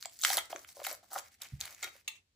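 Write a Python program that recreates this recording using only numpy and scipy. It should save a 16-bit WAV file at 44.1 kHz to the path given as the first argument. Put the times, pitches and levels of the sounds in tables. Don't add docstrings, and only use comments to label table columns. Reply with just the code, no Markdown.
import sys
import numpy as np
from scipy import signal
from scipy.fft import rfft, irfft
from scipy.io import wavfile
from scipy.ndimage import uniform_filter1d

SR = 44100
rng = np.random.default_rng(int(sys.argv[2]) if len(sys.argv) > 2 else 0)


def dump(signal):
    limited = np.clip(np.atleast_2d(signal).T, -1, 1)
    pcm = np.round(limited * 32767).astype(np.int16)
    wavfile.write(sys.argv[1], SR, pcm)


N = 103635
T = np.arange(N) / SR
SHORT = T[:2048]


def undb(db):
    return 10 ** (np.asarray(db) / 20)


def unit(x):
    return x / np.sqrt(np.mean(x ** 2))


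def blow(x):
    return unit(x) * np.sqrt(0.001 * SR / x.shape[-1])


def band(x, lo_hz, hi_hz, order=3):
    edges_hz = [lo_hz, min(hi_hz, SR / 2 - 100)]
    return signal.sosfilt(signal.butter(order, edges_hz, "band", fs=SR, output="sos"), x)


def colour(x, points):
    hz, db = np.array(points, float).T
    size = 2 ** 18
    f = np.maximum(np.arange(size // 2 + 1) * SR / size, 1)
    cepstrum = irfft(np.log(undb(np.interp(np.log(f), np.log(hz), db))))
    cepstrum[1:size // 2] *= 2
    cepstrum[size // 2 + 1:] = 0
    return irfft(rfft(x, size) * np.exp(rfft(cepstrum)))[..., :N]


def pair(x, lag_ms):
    spectrum = rfft(x)
    f = np.arange(spectrum.shape[-1]) * SR / x.shape[-1]
    late_s = np.maximum([[lag_ms], [-lag_ms]], 0) / 1000
    return irfft(spectrum * np.exp(-2j * np.pi * f * late_s), x.shape[-1])


def add(out, x, start):
    i = max(int(start * SR), 0)
    out[:, i:i + x.shape[-1]] += x[..., :N - i]


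def swell(rise):
    return SHORT / rise * np.exp(1 - SHORT / rise)


def strike(rise, decay):
    return np.exp(-SHORT / decay) * (1 - np.exp(-SHORT / rise))


def burst(envelope, apart):
    noise = rng.standard_normal((3, len(SHORT)))
    apart = np.clip(apart, 0, 1)
    return envelope * (np.sqrt(1 - apart) * noise[0] + np.sqrt(apart) * noise[1:])


def ring(chatter, modes, pitch=1):
    total = 0
    for hz, db, width in modes:
        mode = band(chatter, pitch * hz - width / 2, pitch * hz + width / 2, order=1)
        total = total + undb(db) * blow(mode)
    return blow(total)


def diffuse():
    mic_spacing_s = 0.00056
    alike = np.sinc(2 * mic_spacing_s * np.arange(N // 2 + 1) * SR / N)
    mid, side = irfft(rfft(rng.standard_normal((2, N))) * np.sqrt([1 + alike, 1 - alike]), N)
    return np.array([mid + side, mid - side]) / np.sqrt(2)


def background():
    # frequency in Hz, level in dB.
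    hum_colour = [(25, -27.5), (50, -14.5), (90, -4), (130, -14.5), (200, -14.5), (400, -21), (1000, -27.5),
                  (4000, -25.5), (16000, -41)]
    return undb(-68.5) * unit(colour(diffuse(), hum_colour))


def room(x, count=11):
    # frequency in Hz, level in dB, time to fall by 60 dB in seconds.
    room_bands = [(99, 7, 0.27), (500, -6.5, 0.22), (1462, -5.5, 0.3), (3650, -7, 0.24), (9220, -9.5, 0.26),
                  (16000, -5.5, 0.088)]
    delay_s = 0.00033
    hz, db, t60 = np.array(room_bands).T
    noise, response = rfft(diffuse()), 0
    f = np.arange(N // 2 + 1) * SR / N
    edges = np.geomspace(60, 17000, count + 1)
    for lo, hi in zip(edges, edges[1:]):
        centre = np.log(lo * hi) / 2
        band_db = np.interp(centre, np.log(hz), db)
        band_t60 = np.interp(centre, np.log(hz), t60)
        tail = np.clip(T / delay_s - 1, 0, 1) * np.exp(-np.log(1000) * T / band_t60)
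        band_noise = irfft(noise * ((f >= lo) & (f < hi)), N)
        response = response + undb(band_db) * band_noise * tail / np.sqrt(np.sum(tail ** 2))
    return signal.fftconvolve(x, response, axes=1)[:, :N]


def bump():
    # frequency in Hz, level in dB, decay in seconds.
    table_modes = [(72, 1.5, 0.024), (131, 9, 0.012), (182, -2, 0.015), (300, -19.5, 0.016)]
    start_s, level_db, rise_s = 1.5215, -30.5, 0.0091
    t = np.maximum(T - start_s, 0)
    thud = sum(undb(db) * np.sin(2 * np.pi * hz * t) * np.exp(-t / decay) for hz, db, decay in table_modes)
    soft_onset = 1 - np.exp(-(t / rise_s) ** 2)
    return undb(level_db) * thud * soft_onset * undb([[-0.9], [0.9]])


def flicks():
    # start in seconds, level in dB, rise and decay in seconds, pitch factor.
    flick_events = [(2.0773, -22.5, 0.0003, 0.0066, 0.96), (2.15, -49, 0.008, 0.009, 0.85),
                    (2.162, -56.5, .002, 0.0029, .87)]
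    # frequency in Hz, level in dB, width in Hz.
    flick_modes = [(928, -12.5, 12), (1258, -10.5, 89), (2396, 0.5, 220), (2784, 6, 105), (2810, -1.5, 200),
                   (3613, 3.5, 43), (3940, -3.5, 67), (4390, -10.5, 22), (5860, -16, 120), (6880, -5, 380),
                   (7040, -5, 540), (8800, -2.5, 360), (10470, -13, 95), (16160, 1.5, 760)]
    crack_db, low_hz, apart = -15.5, 1850, 0.66
    out = np.zeros((2, N))
    for start, db, rise, decay, pitch in flick_events:
        chatter = band(burst(strike(rise, decay), apart), low_hz, 22000, order=1)
        ringing = ring(chatter, flick_modes, pitch)
        add(out, undb(db) * (ringing + undb(crack_db) * blow(chatter)), start)
    return out


def crunches():
    # start in seconds, level in dB, rise and decay in seconds.
    crunch_events = [(.2497, -21.5, 0.00021, 0.0013), (.381, -23.5, 0.00016, 0.0053),
                     (.867, -32.5, .0003, .003), (1.8296, -27, 0.0003, 0.0077),
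                     (1.8434, -30, 0.00016, 0.003), (1.86, -47, 0.0006, 0.003)]
    # frequency in Hz, level in dB, width in Hz.
    rim_modes = [(1316, -3.5, 20), (1422, -3, 27), (1880, -5.5, 41), (2097, 3.5, 130), (2252, -10.5, 16),
                 (3270, -6.5, 27), (3790, -0.5, 26), (4020, -7.5, 200), (6970, -3.5, 210)]
    out = np.zeros((2, N))
    for start, db, rise, decay in crunch_events:
        add(out, undb(db) * ring(burst(strike(rise, decay), apart=0.17), rim_modes), start)
    return out


def pops():
    # start in seconds, level in dB ahead of the mix, pitch in Hz,
    # overtone level in dB.
    panels = [(0.0562, -37, 694, -20), (0.2341, -42, 1310, -8), (.2495, -40, 930, -15),
              (.3028, -25.5, 780, -26), (0.3228, -35, 853, -12), (0.3312, -36, 1270, -22),
              (.3508, -36, 594, -18), (.357, -40, 740, -12), (0.3718, -33.5, 560, -8),
              (.381, -31.5, 857, -23), (0.5028, -44, 470, -12), (.513, -49.5, 563, -10),
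              (.5285, -27.5, 671, -19.5), (0.5493, -37.5, 385, -5), (0.56, -37.5, 570, -28),
              (.768, -41, 570, -8), (0.7783, -47.5, 530, -23), (.7928, -39.5, 547, -10.5),
              (.800, -40.5, 680, -6), (.8165, -33.5, 580, -19), (.838, -56.5, 592, -10),
              (.8675, -32, 755, -1.5), (.8785, -41, 595, -9), (.8935, -49.5, 740, 1),
              (.9115, -35.5, 594, -7), (.9215, -38.5, 650, -14), (0.9298, -40, 584, -6.5),
              (1.030, -50.5, 704, -13.5), (1.1173, -43.5, 760, -1.5), (1.1225, -49, 790, -2),
              (1.1325, -42, 723, 2), (1.1548, -44, 750, 10.5), (1.1597, -26.5, 763, -4),
              (1.1645, -39, 595, -5), (1.170, -37.5, 615, 1), (1.1785, -40.5, 815, 0.5),
              (1.1845, -42.5, 627, -1), (1.1963, -46.5, 600, -1), (1.847, -44.5, 390, -12),
              (1.953, -51.5, 537, -9.5)]
    # multiple of the pitch, level in dB on top of the panel's overtone level.
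    pop_overtones = [(1.72, 1), (2.4, -10.5)]
    rise_s, ring_s, overtone_ring_s, rattle_db = 0.00081, 0.0035, 0.0022, -19
    out = np.zeros((2, N))
    for start, db, hz, overtone_db in panels:
        noise = rng.standard_normal(len(SHORT))
        rattle = undb(rattle_db) * unit(band(noise, hz * 0.7, hz * 2.2))
        overtones = sum(undb(overtone_db + g) * np.sin(2 * np.pi * hz * multiple * SHORT)
                        for multiple, g in pop_overtones)
        note = (np.sin(2 * np.pi * hz * SHORT) + rattle) * strike(rise_s, ring_s)
        note = note + overtones * strike(rise_s, overtone_ring_s)
        add(out, undb(db) * band(note, hz * 0.73, hz * 4, order=2), start)
    return out * undb([[0.7], [-0.7]])


def snaps():
    # start in seconds, then middle, treble and top level in dB ahead of the mix.
    creases = [(0.0259, -41.5, -34, -46), (0.048, -55, -46, -59.5), (0.0561, -41.5, -31, -41),
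               (0.0957, -55, -55, -48), (0.1895, -61, -41, -43), (0.2143, -71, -33.5, -39),
               (0.22, -83, -39, -27.5), (0.236, -25.5, -20.5, -42.5), (0.2486, -14, -17.5, -36),
               (0.302, -24.5, -27, -47), (0.331, -27.5, -41, -24.5), (0.37, -39, -23, -19),
               (0.3765, -51, -29.5, -25), (0.3806, -23.5, -39, -39.5), (0.388, -35.5, -31.5, -29.5),
               (0.5272, -39, -62.5, -61.5), (0.5603, -33.5, -36, -63), (0.592, -72, -45.5, -48),
               (0.6465, -42, -66, -73), (.6888, -46.5, -47.5, -50), (0.801, -46.5, -63.5, -60),
               (0.8319, -63, -45.5, -47), (0.8404, -42, -47, -33.5), (0.849, -30.5, -36.5, -50),
               (0.8663, -30.5, -45.5, -27), (0.9272, -54, -54.5, -32), (1.1306, -64.5, -50, -31.5),
               (1.1405, -47.5, -55.5, -34.5), (1.18, -39, -44.5, -39.5), (1.1867, -55.5, -34.5, -55),
               (1.417, -59, -36.5, -39), (1.4197, -60, -36.5, -32.5), (1.433, -51, -43, -43.5),
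               (1.4455, -61, -46.5, -50), (1.4695, -70, -50.5, -57), (1.486, -60, -52, -58),
               (1.604, -54.5, -36, -32.5), (1.6107, -40, -26, -35), (1.6544, -50, -38, -35.5),
               (1.679, -49, -58, -54.5), (1.707, -60, -49, -47), (1.747, -67, -44, -47.5),
               (1.827, -41, -33, -39), (1.8421, -58.5, -35.5, -37.5)]
    snap_edges = [1200, 3500, 8000, 16000]
    rise_s, ring_s, ring_db = 0.0007, 0.003, -10
    centre_hz, spread_octaves, note_db = 5200, 0.52, 6
    apart, lag_spread_ms = 0.03, 0.04
    out = np.zeros((2, N))
    envelope = swell(rise_s) ** 3 + undb(ring_db) * np.exp(-SHORT / ring_s)
    for start, *dbs in creases:
        crack = burst(envelope, apart)
        note_hz = centre_hz * 2 ** (spread_octaves * rng.uniform(-1.2, 1))
        crack = crack + undb(note_db) * band(crack, note_hz * 0.93, note_hz * 1.07, order=1)
        sound = sum(undb(db) * blow(band(crack, lo, hi))
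                    for db, lo, hi in zip(dbs, snap_edges, snap_edges[1:]))
        add(out, pair(sound, lag_spread_ms * rng.uniform(-1.4, 1)), start)
    return out


def pull_power():
    # start and length in seconds, then low, middle and treble level in dB
    pulls = [(0.0, 0.041, -75.5, -63, -54.5), (0.043, 0.018, -68.5, -52, -79),
             (0.107, 0.066, -93, -70.5, -59), (0.174, 0.13, -77.5, -60.5, -50.5),
             (0.224, 0.033, -50.5, -72, -32.5), (0.246, 0.1, -48, -41, -34.5),
             (0.337, 0.028, -46.5, -44.5, -40), (0.366, 0.024, -36, -50, -41),
             (0.447, 0.013, -75, -79, -54.5), (0.493, 0.033, -53.5, -53, -51),
             (0.516, 0.13, -68.5, -67, -60.5), (0.666, 0.064, -71.5, -66.5, -57.5),
             (0.743, 0.066, -67, -63.5, -56), (0.792, 0.034, -60.5, -60.5, -61.5),
             (0.832, 0.041, -63, -49, -43.5), (0.872, 0.052, -51, -47.5, -45),
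             (0.926, 0.025, -55, -58.5, -52.5), (1.023, 0.022, -65.5, -68, -65.5),
             (1.031, 0.097, -78, -104, -70), (1.099, 0.1, -54.5, -59.5, -51),
             (1.163, 0.034, -64, -52, -47.5), (1.227, 0.052, -92.5, -65.5, -64),
             (1.275, 0.011, -62, -62, -59), (1.307, 0.047, -93.5, -67, -65),
             (1.399, 0.02, -61, -59.5, -64.5), (1.408, 0.06, -61, -54.5, -59),
             (1.478, 0.1, -80, -68.5, -69), (1.591, 0.093, -57.5, -50, -53.5),
             (1.673, 0.075, -61, -58.5, -58), (1.755, 0.14, -74, -62, -61.5),
             (1.82, 0.027, -48.5, -45, -46.5), (1.848, 0.039, -53.5, -51, -62),
             (1.898, 0.12, -85.5, -68.5, -66.5), (1.938, 0.029, -69, -63.5, -64)]
    attack_s, release_s = 0.005, 0.00062
    swell_share = 0.18
    power = np.zeros((3, N))
    for start, length, *dbs in pulls:
        rise = np.clip((T - start) / (attack_s + swell_share * length), 0, 1)
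        release = np.exp(-np.maximum(T - start - length, 0) / release_s)
        power += (undb(dbs)[:, None] * rise * release) ** 2
    return power


def crinkle(count=14):
    # frequency in Hz, level in dB.
    crackle_colour = [(70, -8.5), (180, -24), (300, -7), (450, -3), (700, 4.5), (1000, -0.5), (1400, 5.5),
                      (2200, 11), (3000, 1), (4000, -0.5), (7000, -2.5), (11000, -3.5), (16000, 0.5)]
    pull_edges = [70, 1200, 4000, 16000]
    top_rate, rate_power = 3900, 0.15
    spread_db, crackle_s = 3, 0.00022
    shift_s, shift_db = 0.013, 3
    lag_spread_ms = 0.039
    power = pull_power()
    effort = np.maximum(power.sum(0) / power.sum(0).max(), 1e-4)
    rate = top_rate * effort ** rate_power
    stream = np.zeros((2, N))
    for lag_ms in np.linspace(-lag_spread_ms, lag_spread_ms, count):
        shift = np.interp(T / shift_s, np.arange(len(SHORT)), rng.uniform(-1.2, 1, len(SHORT)))
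        sizes = undb(spread_db * np.clip(rng.standard_normal(N), -2, 2) + shift_db * shift)
        clicks = (rng.random(N) < rate / count / SR) * sizes / np.sqrt(rate)
        facet = pair(blow(swell(crackle_s) * rng.standard_normal(len(SHORT))), lag_ms)
        stream += signal.fftconvolve(clicks[None], facet)[:, :N]
    stream = colour(stream, crackle_colour)
    return sum(np.sqrt(p) * unit(band(stream, lo, hi))
               for p, lo, hi in zip(power, pull_edges, pull_edges[1:]))


def microphones(x):
    # frequency in Hz, level in dB.
    mic_colour = [(22, -26.5), (45, -2.5), (70, -8), (6000, 1), (8300, 3), (8800, -14), (9250, -5),
                  (9800, -2), (10600, 2.5), (12300, 1), (12900, -23), (13400, -21), (14000, -15),
                  (14800, 6.5), (16000, -29.5)]
    split_hz, treble_lag_ms = 6780, 0.24
    above = np.maximum(np.arange(N // 2 + 1) * SR / N - split_hz, 0)
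    left = irfft(rfft(x[0]) * np.exp(-2j * np.pi * above * treble_lag_ms / 1000), N)
    return colour(np.array([left, x[1]]), mic_colour)


def suppress(x):
    threshold_db, slope, smoothing_s, from_hz = -61.5, 1, 0.064, 110
    upper = signal.sosfiltfilt(signal.butter(2, from_hz, "high", fs=SR, output="sos"), x)
    level = np.sqrt(np.abs(uniform_filter1d(np.mean(upper ** 2, axis=0), int(smoothing_s * SR))))
    gain = np.clip(level / undb(threshold_db), 0.25, 1) ** slope
    return x - upper * (1 - gain)


def scene():
    wrapper = undb(1.0) * crinkle() + undb(-0.5) * snaps() + undb(6.5) * pops() + crunches() + flicks()
    knock = bump()
    reverb = room(wrapper + undb(-8.5) * knock)
    return wrapper + knock + reverb + background()


def record(dry):
    top_cut = signal.ellip(10, 0.2, 80, 16300, fs=SR, output="sos")
    return signal.sosfilt(top_cut, suppress(microphones(dry)))


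dry = scene()
out = record(dry)
dump(out)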